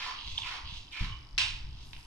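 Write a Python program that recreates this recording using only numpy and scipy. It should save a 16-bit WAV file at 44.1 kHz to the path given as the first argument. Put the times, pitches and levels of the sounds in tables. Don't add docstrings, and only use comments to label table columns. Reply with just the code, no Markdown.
import sys
import numpy as np
from scipy.fft import rfft, irfft, next_fast_len
from scipy.io import wavfile
from scipy.ndimage import uniform_filter1d, map_coordinates

SR = 44100
rng = np.random.default_rng(int(sys.argv[2]) if len(sys.argv) > 2 else 0)


def unload_audio(sound):
    columns = np.transpose(np.atleast_2d(sound))
    steps = np.round(np.clip(columns, -1, 1) * 32767)
    wavfile.write(sys.argv[1], SR, steps.astype(np.int16))


N = 91066
T = np.arange(N) / SR
SIZE = next_fast_len(2 * N)
HZ = np.maximum(np.arange(SIZE // 2 + 1) * SR / SIZE, 1)

# start in seconds, length factor, then bite, rush, cup and rasp levels in dB.
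PULL_ROWS = [(-0.095, 1.14, -49.5, -44.5, -50.5, -47), (0.403, 0.91, -50.5, -46, -52, -47.5),
             (0.899, 0.98, -52, -49, -58.5, -47), (1.936, 0.48, -69, -75, -89, -69)]
# frequency in Hz, width in Hz, level in dB.
CUP_RESONANCES = [(960, 103, -3), (1021, 128, -3), (1066, 140, -8)]
RUB_DIRECT_DB = 1


def from_db(db):
    return 10 ** (np.asarray(db) / 20)


def rms_one(x):
    return x / np.sqrt(np.mean(x ** 2) + 1e-20)


def at_hz(points, hz=HZ):
    point_hz, values = np.transpose(points)
    return np.interp(np.log(hz), np.log(point_hz), values)


def filtered(x, response):
    return irfft(rfft(x, SIZE) * response, SIZE)[..., :N]


def colour(db):
    cepstrum = irfft(db * np.log(10) / 20, SIZE)
    cepstrum[1:SIZE // 2] *= 2
    cepstrum[SIZE // 2 + 1:] = 0
    return np.exp(rfft(cepstrum))


def resonances(rows):
    total = 0
    for hz, width, db in rows:
        detuning = HZ / hz - hz / HZ
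        total = total + from_db(db) / (1 + 1j * hz / (2 * width) * detuning) ** 2
    return total


def swell(start, attack, hold, release):
    rise = (T - start) / attack
    fall = (start + attack + hold + release - T) / release
    return np.sin(np.pi / 2 * np.clip(np.minimum(rise, fall), 0, 1)) ** 2


def slow(rate_hz):
    return rms_one(filtered(rng.standard_normal(N), 1 / (1 + (HZ / rate_hz) ** 2)))


def bent(x, speed):
    return map_coordinates(x, [np.cumsum(speed)], order=3, mode="mirror")


def diffuse(pair):
    # frequency in Hz, likeness from -1 (opposite) to 1 (the same).
    likeness = [(100, 1), (350, 0.78), (800, 0.34), (1500, 0.43), (3000, -0.33), (5000, 0.92),
                (12000, -0.19)]
    alike = np.clip(at_hz(likeness), -1, 1)
    shared = filtered(pair[0], np.sqrt(1 + alike))
    opposed = filtered(pair[1], np.sqrt(1 - alike)) * [[1], [-1]]
    return shared + opposed


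def room(x, direct_db, wet_db=0):
    # frequency in Hz, time to fall by 60 dB in seconds.
    decay_times = [(300, 0.41), (1000, 0.55), (2700, 0.53), (9000, 0.42)]
    build_s, direct_lag_s = 0.006, .00006
    echoes_per_s, echo_db, echo_fade_s = 3500, -3, 0.003

    age, hz = T[:SR], np.maximum(np.arange(SR // 2 + 1), 1)
    white, tail = rfft(rng.standard_normal((2, SR))), 0
    for band_hz, t60 in decay_times:
        share = at_hz([(f, float(f == band_hz)) for f, _ in decay_times], hz)
        tail = tail + irfft(white * share) * from_db(-60 * age / t60)
    tail = rms_one(tail * (1 - np.exp(-age / build_s)))

    echo_sizes = rng.standard_normal((2, SR))
    echo_present = rng.random((2, SR)) < echoes_per_s / SR
    echoes = rms_one(echo_sizes * echo_present * np.exp(-age / echo_fade_s))

    walls = diffuse(tail + from_db(echo_db) * echoes) / np.sqrt(SR)
    direct = np.exp(-2j * np.pi * HZ * direct_lag_s * [[0], [1]])
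    return filtered(x, from_db(direct_db) * direct + from_db(wet_db) * rfft(walls, SIZE))


def friction(response):
    slips_per_s, slip_spread_db = 7000, 7
    flutter_hz, flutter_db = 44.3, -1.5
    slip_db = slip_spread_db * np.minimum(rng.exponential(1, N), 4)
    sizes = from_db(slip_db + flutter_db * slow(flutter_hz)) * rng.choice([-1, 1], N)
    slips = sizes * (rng.random(N) < slips_per_s / SR)
    return rms_one(filtered(slips, response))


def pulls():
    # delay, attack, hold and release in seconds.
    bite_shape = (0.0013, 0.026, 0.1, 0.057)
    # delay, attack, hold and release in seconds.
    rush_shape = (0.0072, 0.094, 0.035, 0.091)
    # delay, attack, hold and release in seconds.
    cup_shape = (0.0088, 0.055, 0.11, 0.056)
    # frequency in Hz, width in Hz, level in dB.
    bite_resonances = [(3000, 770, 0)]
    # frequency in Hz, density in dB per Hz.
    rush_colour = [(200, -45), (450, -10.5), (690, -22), (900, -2), (1400, -2), (1900, -0.5), (2600, -1.5),
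                   (3800, -1), (5300, -3.5), (6300, -13.5), (7600, -26), (10500, -29), (14000, -52)]

    stages = [
        (bite_shape, resonances(bite_resonances)),
        (rush_shape, colour(at_hz(rush_colour))),
        (cup_shape, resonances(CUP_RESONANCES)),
    ]
    out = 0
    for k, (shape, response) in enumerate(stages):
        delay, *lengths = shape
        effort = 0
        for start, stretch, *levels_db in PULL_ROWS:
            envelope = swell(start + stretch * delay, *stretch * np.array(lengths))
            effort = effort + from_db(levels_db[k]) * envelope
        out = out + room(friction(response) * effort, RUB_DIRECT_DB)
    return out


def rasps():
    # frequency in Hz, width in Hz, level in dB.
    rasp_resonance = [(2337, 244, 0)]
    # delay, attack, hold and release in seconds.
    rasp_shape = (0.014, 0.027, .055, 0.032)
    sag_per_s = 0.393
    judder_hz, judder_db = 106, -1.5
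    out = 0
    for start, stretch, *_, db in PULL_ROWS:
        delay, *lengths = stretch * np.array(rasp_shape)
        speed = 1 - sag_per_s * np.clip(T - start - delay, 0, sum(lengths))
        judder = rms_one(from_db(judder_db * slow(judder_hz)))
        rub = bent(friction(resonances(rasp_resonance)), speed)
        out = out + from_db(db) * swell(start + delay, *lengths) * judder * rub
    return room(out, RUB_DIRECT_DB)


def coasting():
    # start, attack, hold and release in seconds.
    coast_times = (1.06, .035, .035, .07)
    # frequency in Hz, width in Hz, level in dB.
    note_rows = [(1063, 60, -65), (2260, 150, -66), (2910, 75, -57.5), (3660, 60, -71)]
    waver_hz, waver_share = 22, .025
    notes = 0
    for hz, width, db in note_rows:
        notes = notes + from_db(db) * friction(resonances([(hz, width, 0)]))
    speed = 1 + waver_share * slow(waver_hz)
    return room(bent(notes, speed) * swell(*coast_times), RUB_DIRECT_DB)


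def returns():
    # frequency in Hz, density in dB per Hz.
    slide_colour = [(500, -37.5), (1000, -6.5), (1500, -32), (2100, -12), (2700, 0), (3800, 2), (4700, -5),
                    (6000, -27), (10000, -53)]
    # frequency in Hz, density in dB per Hz.
    sizzle_colour = [(2000, -17.5), (4200, -3), (6500, -6), (8000, -17), (14000, -36)]
    # frequency in Hz, density in dB per Hz.
    brush_colour = [(500, -18), (950, 12), (1500, -22), (5000, 3), (11500, 3), (14000, -26.5)]
    # start, attack, hold and release in seconds.
    brush_times = (1.82, .05, .15, .06)
    # start, attack, hold and release in seconds, level in dB.
    strokes = [(0.122, 0.032, 0.13, 0.19, -51.5), (0.633, 0.026, 0.064, 0.11, -53),
               (1.66, 0.069, 0.083, 0.079, -64.5)]
    sizzle_db, sizzle_growth, brush_db = 1.5, 1.72, -71.5

    slide, sizzle = friction(colour(at_hz(slide_colour))), friction(colour(at_hz(sizzle_colour)))
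    out = friction(colour(at_hz(brush_colour))) * from_db(brush_db) * swell(*brush_times)
    for start, attack, hold, release, db in strokes:
        speed = np.clip((T - start) / (attack + hold + release), 1e-6, 1)
        rub = slide + from_db(sizzle_db) * speed ** sizzle_growth * sizzle
        out = out + from_db(db) * swell(start, attack, hold, release) * rub
    return room(out, RUB_DIRECT_DB)


def knocks():
    # time in seconds, level in dB, cup ring in dB,
    # brightness of the contact in Hz, room level in dB.
    knock_rows = [(0.3854, 4, 0.5, 8000, -6), (1.3794, 16.5, -5.5, 4760, 0), (1.3819, 11, -3.5, 12000, 2.5),
                  (1.3846, 10.5, -3.5, 11200, 0), (1.9328, 3, -7.5, 3630, -10)]
    # frequency in Hz, gain in dB.
    crack_colour = [(200, -43.5), (720, -32.5), (1040, -12.5), (1350, -17), (1900, -14), (2800, -2.5),
                    (3400, -10), (4000, -8.5), (5300, -9.5), (6300, -20), (8600, -23), (12400, -45.5),
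                    (13600, -60)]
    # frequency in Hz, level in dB, time to fall by 60 dB in seconds.
    stick_modes = [(3720, -48, 0.051), (4010, -52.5, 0.035)]
    direct_db = -7
    wall_s, wall_db, wall_hz = .0328, -14, 3500

    ring = 0
    for hz, db, t60 in stick_modes:
        ring = ring + from_db(db - 60 * T / t60) * np.sin(2 * np.pi * hz * T)
    stick = colour(at_hz(crack_colour)) + rfft(ring, SIZE)
    cups = resonances(CUP_RESONANCES)
    wall_delay = np.exp(-2j * np.pi * HZ * wall_s)
    slap = from_db(wall_db) * wall_delay / (1 + 1j * HZ / wall_hz - (HZ / wall_hz) ** 2)

    out = 0
    for start, db, cup_db, bright_hz, wet_db in knock_rows:
        touch = 1. * (np.arange(N) == int(start * SR))
        contact = 1 / (1 + np.sqrt(2) * 1j * HZ / bright_hz - (HZ / bright_hz) ** 2)
        blow = filtered(touch, contact * (from_db(db) * stick + from_db(cup_db) * cups))
        out = out + room(blow, direct_db, wet_db) + filtered(blow, slap)
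    return out


def chirps():
    # time of the peak in seconds, middle frequency in Hz, level in dB.
    chirp_rows = [(0.3806, 3500, -24), (0.4215, 3373, -33.5), (0.434, 3000, -36), (0.882, 3210, -49)]
    half_length_s, waver_hz = 0.0026, 279
    waver = waver_hz * rms_one(uniform_filter1d(rng.standard_normal(N), size=40))
    out = 0
    for peak, hz, db in chirp_rows:
        tone = np.sin(2 * np.pi * np.cumsum(hz + waver) / SR)
        out = out + from_db(db) / (1 + ((T - peak) / half_length_s) ** 4) * tone
    return out


def draught():
    # time in seconds, level in dB.
    strength = [(0, -59), (.21, -61.5), (.25, -43.5), (.36, -45), (.39, -56), (.44, -42), (.59, -60),
                (.65, -43.5), (.81, -49.5), (.89, -58), (.99, -64), (1.1, -38.5), (1.26, -52), (1.34, -44),
                (1.69, -40.5), (1.8, -50), (1.89, -42.5), (2.06, -54.5)]
    # frequency in Hz, gain in dB.
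    lump_colour = [(15, -2), (55, -3), (120, -9.5), (240, -32.5), (400, -43), (900, -69)]
    # start in seconds, level in dB, fade in seconds.
    gusts = [(0.727, -34.5, 0.0033), (1.0122, -21.5, 0.04), (1.753, -37, 0.0056)]
    # frequency in Hz, density in dB per Hz.
    churn_colour = [(60, -30), (130, 5.5), (200, -4), (300, -14.5), (420, -20), (800, -62)]
    apart_db, churn_db, lag_s = -26, -17, .00075
    eddy_hz, eddy_width_s = 34, .0026

    lumps = filtered(rng.standard_normal((2, N)), from_db(at_hz(lump_colour)))
    both, apart = rms_one(lumps)
    air = both + from_db(apart_db) * apart * [[1], [-1]]
    air = air * from_db(np.interp(T, *np.transpose(strength)))
    churn = from_db(churn_db) * rms_one(filtered(rng.standard_normal(N), from_db(at_hz(churn_colour))))
    ages = np.arange(8) / (2 * eddy_hz)
    for start, db, fade in gusts:
        eddies = 0
        for k, age in enumerate(ages):
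            bump = 1 / (1 + .5 * ((T - start - age) / eddy_width_s) ** 2) ** 2
            eddies = eddies + (-1) ** k * np.exp(-age / fade) * bump
        churn_shape = np.exp(np.minimum((T - start) / eddy_width_s, (start - T) / fade))
        air = air + from_db(db) * (eddies + churn * churn_shape)
    return filtered(air, np.exp(-2j * np.pi * HZ * lag_s * [[0], [1]]))


def room_tone():
    # frequency in Hz, density in dB per Hz.
    floor_colour = [(30, 16.5), (150, -7.5), (300, -2.5), (520, -17), (950, -6), (1500, -14.5), (3000, -15),
                    (5200, -13.5), (7000, -30), (10000, -30.5), (14000, -40)]
    noise = diffuse(rng.standard_normal((2, N)))
    return from_db(-54) * rms_one(filtered(noise, from_db(at_hz(floor_colour))))


def ticking():
    tick_hz, start_s = 50, .01
    ring_hz, width_s, tick_db = 5000, 0.00041, -43.5
    age = ((T - start_s) * tick_hz + .5) % 1 / tick_hz - .5 / tick_hz
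    burst = np.exp(-.5 * (age / width_s) ** 2) * np.sin(2 * np.pi * ring_hz * age)
    return from_db(tick_db) * burst * [[1], [0]]


def scene():
    # frequency in Hz, left minus right in dB.
    ear_difference = [(700, 1.5), (2150, -1.5), (2700, -8), (3700, -5), (4600, 1.5), (5900, 8), (9000, 4),
                      (13600, 4)]
    toy = pulls() + rasps() + coasting() + returns() + knocks()
    toy = toy + room(chirps(), 0, -10.5)
    floor = room_tone()
    ears = np.array([colour(side * at_hz(ear_difference) / 2) for side in (1, -1)])
    return filtered(toy + floor, ears) + draught() + ticking()


def record(dry):
    cutoff_hz = 14250
    return filtered(dry, 1 / np.sqrt(1 + (HZ / cutoff_hz) ** 200))


dry = scene()
out = record(dry)
unload_audio(out)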